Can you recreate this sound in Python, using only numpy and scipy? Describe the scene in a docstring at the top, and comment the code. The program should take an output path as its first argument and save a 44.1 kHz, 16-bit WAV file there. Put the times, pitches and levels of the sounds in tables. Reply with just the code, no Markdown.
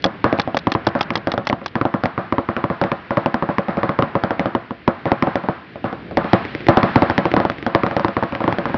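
"""An open paintball field, heard beside a tall inflatable bunker. A near marker snaps off a short string of shots,
each a gas pulse through barrel resonances. Dull, hollow thumps run throughout: balls hitting the bunker nearby,
or markers firing farther off with echoes from the field. Each is a few damped modes, then a hollow ring, a short
flutter and a wash of echoes. A few light knocks come later. Behind lie filtered-noise rumble, din and hiss, with
pops of far markers. A small dull microphone overloads on the loudest blows."""
import sys
import numpy as np
from scipy import signal
from scipy.fft import rfft, irfft, next_fast_len
from scipy.io import wavfile

SR = 44100
rng = np.random.default_rng(int(sys.argv[2]) if len(sys.argv) > 2 else 0)


def output_pcm(signal):
    """Save a mono or channel-first signal as 16-bit PCM at the path in sys.argv[1].

    Samples are clipped to [-1, 1] before scaling.
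    """
    pcm = np.clip(np.atleast_2d(signal).T, -1, 1) * 32767
    wavfile.write(sys.argv[1], SR, np.round(pcm).astype(np.int16))


N = 386757  # length in samples
AGE = np.arange(SR // 2) / SR  # seconds since the start of an event, up to half a second

# Game going on around the listener, gliding from row to row. Each row: start in seconds,
# then rumble, din and hiss in dB, each before the trim of its layer.
GAME_LEVELS = [(0.0, -35, -51.5, -43), (0.98, -33.5, -28.5, -44.5), (1.54, -37.5, -42, -47),
               (2.83, -40.5, -37.5, -44), (4.4, -34, -32.5, -44.5), (4.76, -41.5, -44.5, -47),
               (5.33, -36, -32, -41.5), (5.64, -40, -44, -45.5), (6.18, -28, -51, -43.5),
               (6.32, -30, -40, -34.5), (6.67, -30.5, -38.5, -37.5), (6.91, -27.5, -27, -33.5),
               (7.69, -34, -43, -41.5), (7.89, -34, -30, -39.5), (8.18, -37.5, -44, -40),
               (8.77, -26.5, -26, -38.5)]
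# Tone of the open field. Each row: frequency in Hz, relative noise density in dB.
FIELD_SPECTRUM = [(30, -12), (70, 2), (200, 2.5), (330, 1.5), (500, -5.5), (1000, -12.5), (1600, -5),
                  (2600, -11.5), (4500, -24.5), (7000, -45)]
# Shots of the near marker. Each row: muzzle time in seconds, crack level in dB.
MARKER_SHOTS = [(0.0412, -11.5), (0.3972, -13.5), (0.5692, -13.5), (0.7188, -15.5), (0.868, -17.5),
                (1.0092, -13), (1.155, -15), (1.3178, -20.5), (1.4705, -16.5), (1.6605, -20.5)]
# Barrel and port resonances of the near marker. Each row: lowest frequency in Hz, width in Hz, gain in dB.
BARREL_RESONANCES = [(270, 200, 26), (590, 300, 24.5), (810, 51, 25.5), (1110, 310, 22), (1590, 100, 24),
                     (2600, 350, 4), (3240, 120, 21), (4140, 120, -40), (5200, 500, -39)]
# Tone of the echo wash. Each row: frequency in Hz, relative noise density in dB.
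WASH_SPECTRUM = [(30, -19.5), (80, 6.5), (220, 12.5), (420, 3.5), (750, 9), (1250, 10.5), (1800, 3.5),
                 (2600, -10), (4200, -18.5), (7000, -42)]
# Dull, hollow thumps: balls hitting the bunker nearby, or markers firing farther off with echoes from the field.
# Each row: time in seconds, strength in dB (the level of the slap), slap pitch in Hz,
# tick level in dB over the strength, echo level in dB.
HOLLOW_THUMPS = [(0.0533, -15, 640, -24, -32.5), (.242, -9, 1044, -13.5, -22.5),
                 (0.327, -15, 623, -8.5, -31.5), (0.3875, -19.5, 756, -9, -44),
                 (0.4755, -20.5, 695, -13, -41), (0.5456, -17.5, 740, -14, -52), (0.67, -12, 980, -22, -37),
                 (0.7503, -13.5, 990, -20, -35), (0.8703, -11, 804, -10, -36), (0.9517, -22, 919, -5, -28),
                 (1.1047, -22, 1100, 0, -35.5), (1.168, -25, 970, -20, -45), (1.2718, -18, 676, -2.5, -32),
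                 (1.3393, -21.5, 650, -5, -49), (1.378, -18.5, 750, -3, -35.5),
                 (1.4985, -19, 700, -1.5, -36), (1.5278, -15, 950, -17, -43), (1.615, -36, 1170, -14, -50),
                 (1.7547, -20, 980, -3.5, -32), (1.8127, -15.5, 1230, -26, -44),
                 (1.8528, -15.5, 766, -10.5, -33), (1.9403, -20, 1040, -8, -32),
                 (2.0366, -19, 710, 0, -29.5), (2.0567, -17.5, 730, -3, -51),
                 (2.178, -20, 1160, -14, -29.5), (2.324, -14.5, 1076, -25, -34.5),
                 (2.382, -15, 980, -27, -34.5), (2.4882, -18, 1100, -19, -32.5),
                 (2.5655, -23, 1420, -2, -30), (2.6403, -15, 1036, -30, -39.5),
                 (2.7007, -22, 1080, -9, -30.5), (2.8145, -18, 870, 0, -28), (2.8385, -19, 785, -5, -31.5),
                 (2.9171, -18.5, 1080, -6, -33.5), (3.107, -19.5, 990, -9.5, -28.5),
                 (3.171, -15.5, 1100, -11.5, -28.5), (3.2599, -13, 847, -13.5, -32.5),
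                 (3.3426, -17, 940, -3, -32), (3.4241, -17.5, 990, -11, -32),
                 (3.4894, -20, 860, -17.5, -29.5), (3.5831, -15, 1070, -8, -32.5),
                 (3.6839, -23, 759, -7.5, -28), (3.771, -22, 675, -12, -28.5),
                 (3.8316, -17.5, 1080, -8.5, -28), (3.8923, -18, 1150, -7, -32.5),
                 (3.989, -13.5, 1040, -25, -29.5), (4.0233, -15, 1170, -14, -33),
                 (4.153, -14.5, 984, -31, -31.5), (4.2368, -18, 800, -2, -30),
                 (4.307, -18.5, 840, -4, -32.5), (4.395, -18, 750, -1.5, -29.5),
                 (4.4576, -18, 694, -4, -32), (4.5502, -14, 950, -19, -35),
                 (4.7075, -24.5, 1010, -16, -48.5), (4.8773, -9, 950, -32, -28.5),
                 (5.0554, -20.5, 746, -7.5, -26), (5.1174, -8.5, 787, -14.5, -36),
                 (5.224, -14, 1135, -8, -27.5), (5.2711, -19, 810, -15, -29.5), (5.3561, -16, 660, -5, -32),
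                 (5.4381, -29, 874, -12.5, -39), (5.4863, -15.5, 860, -18, -31.5),
                 (5.7572, -30, 650, -15, -56), (5.842, -23, 740, -14, -28.5),
                 (5.928, -27, 690, -5.5, -44.5), (6.111, -29.5, 680, -7.5, -56),
                 (6.1714, -13.5, 804, -1, -25), (6.244, -29, 703, -3, -31), (6.332, -4, 735, -6.5, -23),
                 (6.685, -3, 765, -14.5, -19), (6.7711, -6.5, 764, -5.5, -23),
                 (6.8305, -11, 1096, -9.5, -22.5), (6.9579, -3.5, 880, -25, -23.5),
                 (7.021, -7, 815, -20, -25), (7.0987, -15.5, 890, -3.5, -33), (7.1792, -15.5, 870, 3, -26),
                 (7.2542, -14.5, 935, -8.5, -31), (7.3389, -10, 640, -15.5, -45),
                 (7.365, -13, 955, -6.5, -23.5), (7.401, -16.5, 814, -8, -33), (7.4511, -13, 790, -13, -41),
                 (7.499, -22.5, 690, 4, -51), (7.6648, -19, 800, 0, -29), (7.7486, -9, 1040, -6, -26.5),
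                 (7.834, -17, 1216, -11, -33), (7.8647, -22, 1060, -0.5, -33), (7.9112, -25, 840, -2, -34),
                 (7.966, -14, 726, -6, -32.5), (7.996, -30, 900, 8.5, -30.5),
                 (8.0464, -11.5, 970, -14, -37), (8.0825, -27, 890, 4, -35),
                 (8.1671, -16, 1080, -12.5, -32), (8.226, -17.5, 880, -11.5, -32.5),
                 (8.235, -25.5, 930, 1, -39), (8.3231, -27, 910, -6, -35), (8.3509, -29, 1020, 4, -39),
                 (8.4048, -21.5, 950, -11, -31), (8.4405, -21.5, 1040, -8, -35),
                 (8.478, -13.5, 950, -18, -28), (8.5254, -20.5, 880, -3, -43),
                 (8.585, -19.5, 630, -2.5, -32.5), (8.6556, -23, 1020, 1, -32.5),
                 (8.697, -25, 840, -17, -48), (8.7431, -18.5, 900, -9, -36)]
# Hollow resonances that ring after a blow, varied a little from blow to blow.
# Each row: centre frequency in Hz, typical relative level in dB, time to fall 60 dB in seconds.
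HOLLOW_MODES = [(182.2, 0, 0.098), (205, -9, 0.18), (251.7, 5, 0.066), (337.5, -0.5, 0.16),
                (465.5, -4.5, 0.14), (554.6, 2.5, 0.13), (677, -7.5, 0.26), (750, -4.5, 0.17),
                (806, -14, 0.27), (1022, -11.5, 0.31), (1113, -11, 0.21), (1202, -9, 0.057),
                (1240, -18.5, 0.17)]
# Tone of the short flutter after a blow. Each row: frequency in Hz, relative noise density in dB.
FLUTTER_SPECTRUM = [(30, -29), (80, -2), (210, 13), (300, -16.5), (410, -1), (600, 9), (850, -13),
                    (1300, -3), (2500, -38.5), (7000, -62.5)]
# Light knocks with a dry click, probably spent balls dropping on the mat nearby.
# Each row: time in seconds, knock level in dB.
MAT_DROPS = [(6.451, -25), (6.5497, -22), (6.606, -30), (6.6675, -21), (7.108, -24), (7.316, -21),
             (7.5182, -32), (7.584, -30.5), (7.6263, -27.5)]

# A typical blow, from which the others are reckoned.
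USUAL_DB, USUAL_SLAP_HZ, USUAL_TICK_DB, USUAL_ECHO_DB = -17, 900, -12, -31
THUMP_DB, THUMP_HZ, TICK_HZ, RING_DB = -18, 265.8, 1990, -24.5
# A stronger blow thumps higher; one with a louder tick thumps less and ticks lower.
THUMP_HZ_PER_DB = 4  # per dB of strength
THUMP_LOSS, TICK_DROP_HZ = 0.089, 42  # dB and Hz, per dB of tick
# A lower slap comes with a weaker thump.
THUMP_DB_PER_OCTAVE = 3  # per octave of slap pitch
# The ring grows with the blow and with its echoes (dB per dB).
RING_PER_STRENGTH, RING_PER_ECHO = 0.37, 0.4
# No two blows sound alike (standard deviation, as a share of the pitch).
THUMP_SCATTER, TICK_SCATTER = 0.098, 0.21

MIC_HZ, TOP_HZ = 5550, 7305  # treble limits of the microphone and of the final sound
OVERLOAD, FULL_SCALE = .7, .77  # amplitudes where the microphone flattens and the input clips


def undb(db):
    """Decibels to gain."""
    return 10 ** (np.asarray(db) / 20)


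def level(x, db, start=0., end=.01):
    """Scale a sound to an rms level, taken over a stretch of its life in seconds."""
    stretch = x[int(start * SR):int(end * SR)]
    return x * undb(db) / np.sqrt(np.mean(stretch ** 2))


def add(out, s, x):
    """Mix a sound in at a time in seconds, cutting it off at the end of the scene."""
    i = max(int(round(s * SR)), 0)
    out[i:i + len(x)] += x[:max(len(out) - i, 0)]


def fade(t60):
    """Exponential decay that falls 60 dB in t60 seconds."""
    return np.exp(-np.log(1000) * AGE / t60)


def swell(seconds):
    """A soft onset."""
    return 1 - np.exp(-(AGE / seconds) ** 2)


def mode(hz, t60, phase=0.):
    """A damped vibration: a sine that dies away exponentially."""
    return np.sin(2 * np.pi * hz * AGE + phase) * fade(t60)


def band(x, hz, width):
    """Two-pole resonance with gain 1 at the centre."""
    b, a = signal.iirpeak(hz, hz / width, fs=SR)
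    return signal.lfilter(b, a, x)


def cut(x, hz, kind="low", order=3):
    """Low-pass or high-pass."""
    sections = signal.butter(order, hz, kind, fs=SR, output="sos")
    return signal.sosfilt(sections, x)


def noise(spectrum, size):
    """Noise of unit rms, coloured by a spectrum of (Hz, dB) points."""
    hz, db = np.transpose(spectrum)
    n = next_fast_len(size)
    f = np.maximum(np.fft.rfftfreq(n, 1 / SR), 1)
    gain = undb(np.interp(np.log(f), np.log(hz), db))
    x = irfft(rfft(rng.standard_normal(n)) * gain, n)[:size]
    return x / x.std()


def curve(table):
    """Gain per sample for each dB column of a table, gliding between its times."""
    s, *columns = np.transpose(table)
    t = np.arange(N) / SR
    return [undb(np.interp(t, s, column)) for column in columns]


def far_markers(count=3, pop_db=1, scatter_db=4):
    """Distant players each keep up their own uneven string of dull pops, noise bursts at one pitch."""
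    out = np.zeros(N)
    for _ in range(count):
        hz = rng.uniform(500, 1900)
        for s in np.cumsum(rng.uniform(0.075, 0.73, size=60)):
            if s < N / SR:
                burst = rng.standard_normal(len(AGE)) * (fade(0.024) + 0.073 * fade(0.05))
                pop_level = pop_db + scatter_db * rng.uniform(-4.0, 1)
                add(out, s, level(band(burst, hz, 600), pop_level))
    return cut(out, 2500, order=2)


def field(low_db=-4, middle_db=-8, high_db=-2):
    """Far pops over a rumble, a distant din and a hiss that swell with the game."""
    low, middle, high = curve(GAME_LEVELS)
    rumble = cut(noise(FIELD_SPECTRUM, N), 650)
    din = cut(cut(noise(FIELD_SPECTRUM, N), 550, "high"), 2000)
    hiss = cut(noise(FIELD_SPECTRUM, N), 1600, "high")
    rumble_layer = undb(low_db) * low * rumble / rumble.std()
    hiss_layer = undb(high_db) * high * hiss / hiss.std()
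    # the far pops rise and fall with the din
    middle_layer = undb(middle_db) * middle * (din / din.std() + far_markers())
    return rumble_layer + middle_layer + hiss_layer


def marker(dwell_s=0.0059, echo_db=-23):
    """The solenoid ticks, the valve dumps a gas pulse down the barrel, and the bolt clacks home."""
    out = np.zeros(N)
    bolt_s = .019  # from solenoid to muzzle, and again from muzzle to bolt
    solenoid_db, bolt_db = -31, -20  # relative to the crack
    for s, db in MARKER_SHOTS:
        gas = rng.standard_normal(len(AGE)) * np.exp(-(AGE / dwell_s) ** 2)
        gas[0] -= 9  # the ball uncorks the muzzle
        crack = sum(undb(gain_db) * band(gas, hz * rng.uniform(1.0, 1.04), width)
                    for hz, width, gain_db in BARREL_RESONANCES)
        echo = undb(db + echo_db) * noise(WASH_SPECTRUM, len(AGE)) * fade(0.19)
        burst = rng.standard_normal(len(AGE)) * fade(0.02)
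        click = band(band(burst, 3900, 2100), 2900, 2600)
        add(out, s - bolt_s, level(click, db + solenoid_db))
        add(out, s, level(crack, db) + echo)
        add(out, s + bolt_s, level(click, db + bolt_db))
    return out


def strike(thump_db, thump_hz, slap_db, slap_hz, tick_db, tick_hz, overtone_db=-9, spatter_db=-11, bounce_db=-15):
    """A blow built of a high tick, a slap in the middle and a low thump, all quickly damped."""
    push = mode(thump_hz, 0.024, np.pi / 2) + .5 * mode(113.4, 0.037, np.pi / 2)
    thump = push * swell(0.00047)
    # the overtone sits where a stretched membrane has its second mode, about 1.6 times higher
    tone = mode(slap_hz, 0.0057) + undb(overtone_db) * mode(1.66 * slap_hz, 0.0048)
    slap = tone * (1 - np.exp(-AGE / 0.0045))
    # one clean snap, and a longer noisy spatter at a pitch of its own
    burst = rng.standard_normal(len(AGE)) * fade(0.014)
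    spatter = band(burst, rng.uniform(3100, 3400), 580)
    tick = mode(tick_hz, 0.005) + undb(spatter_db) * spatter
    blow = level(thump, thump_db) + level(slap, slap_db) + level(tick, tick_db)
    # the ground returns it a few milliseconds later
    lag = int(SR * rng.uniform(0.0033, 0.0099))
    bounce = np.pad(blow, (lag, 0))[:len(AGE)]
    return blow + undb(bounce_db) * bounce


def ring(ring_db, echo_db, flutter_t60=0.071, wash_t60=0.57, early_t60=0.07, modes_db=-2, flutter_db=-4):
    """After a blow hollow modes ring, a noisy flutter dies quickly, and echoes wash out."""
    # each blow favours other modes
    chance = rng.standard_normal((len(HOLLOW_MODES), 2))
    hollow = np.zeros(len(AGE))
    for (hz, db, t60), (level_chance, pitch_chance) in zip(HOLLOW_MODES, chance):
        phase = rng.uniform(0, 2 * np.pi)
        hollow += undb(db + 1.3 * level_chance) * mode(hz * (1 + 0.005 * pitch_chance), t60, phase)
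    flutter = noise(FLUTTER_SPECTRUM, len(AGE)) * fade(flutter_t60)
    # answers of near obstacles die first, the far netting lingers
    wash = noise(WASH_SPECTRUM, len(AGE)) * (fade(wash_t60) + fade(early_t60))
    # the blow arrives clean; ring, flutter and echoes need some milliseconds to build
    parts = ((hollow * swell(.003), ring_db + modes_db),
             (flutter * swell(.007), ring_db + flutter_db),
             (wash * swell(.009), echo_db))
    return sum(level(x, db, .012, .05) for x, db in parts)


def hollow_thumps():
    """Balls hitting the bunker nearby, or markers firing farther off: a blow, then a hollow ring and echoes."""
    out = np.zeros(N)
    chance = rng.standard_normal((len(HOLLOW_THUMPS), 2))
    for (s, db, slap_hz, tick_db, echo_db), (thump_chance, tick_chance) in zip(HOLLOW_THUMPS, chance):
        force = db - USUAL_DB
        sharpness = tick_db - USUAL_TICK_DB
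        pitch_gain_db = THUMP_DB_PER_OCTAVE * np.log2(slap_hz / USUAL_SLAP_HZ)
        thump_db = THUMP_DB + force - THUMP_LOSS * sharpness + pitch_gain_db
        thump_hz = (THUMP_HZ + THUMP_HZ_PER_DB * force) * (1 + THUMP_SCATTER * thump_chance)
        tick_hz = (TICK_HZ - TICK_DROP_HZ * sharpness) * (1 + TICK_SCATTER * tick_chance)
        ring_db = RING_DB + RING_PER_STRENGTH * force + RING_PER_ECHO * (echo_db - USUAL_ECHO_DB)
        blow = strike(thump_db, thump_hz, db, slap_hz, db + tick_db, tick_hz)
        add(out, s, blow + ring(ring_db, echo_db))
    return out


def drops(knock_hz=325, slap_db=-14, click_db=-3, click_hz=2000, ring_db=-17, echo_db=-22):
    """Probably spent balls landing: each a knock and a click, with hardly any slap or ring."""
    out = np.zeros(N)
    for s, db in MAT_DROPS:
        knock = strike(db, knock_hz, db + slap_db, USUAL_SLAP_HZ, db + click_db, click_hz)
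        add(out, s, knock + ring(db + ring_db, db + echo_db))
    return out


def scene():
    """The field, the near marker, the hollow thumps and the light knocks, in mono."""
    return (field() + marker() + hollow_thumps() + drops())[None]


def record(dry):
    """A dull microphone without deep bass flattens the loudest blows, and the input clips what overshoots."""
    x = cut(dry, 68, "high", order=2)
    x = x / (1 + (x / OVERLOAD) ** 12) ** (1 / 12)  # nearly straight up to the overload, then flat
    x = cut(x, MIC_HZ, order=11)
    x = np.clip(x, -FULL_SCALE, FULL_SCALE)
    return cut(x, TOP_HZ, order=14)


dry = scene()
out = record(dry)
output_pcm(out)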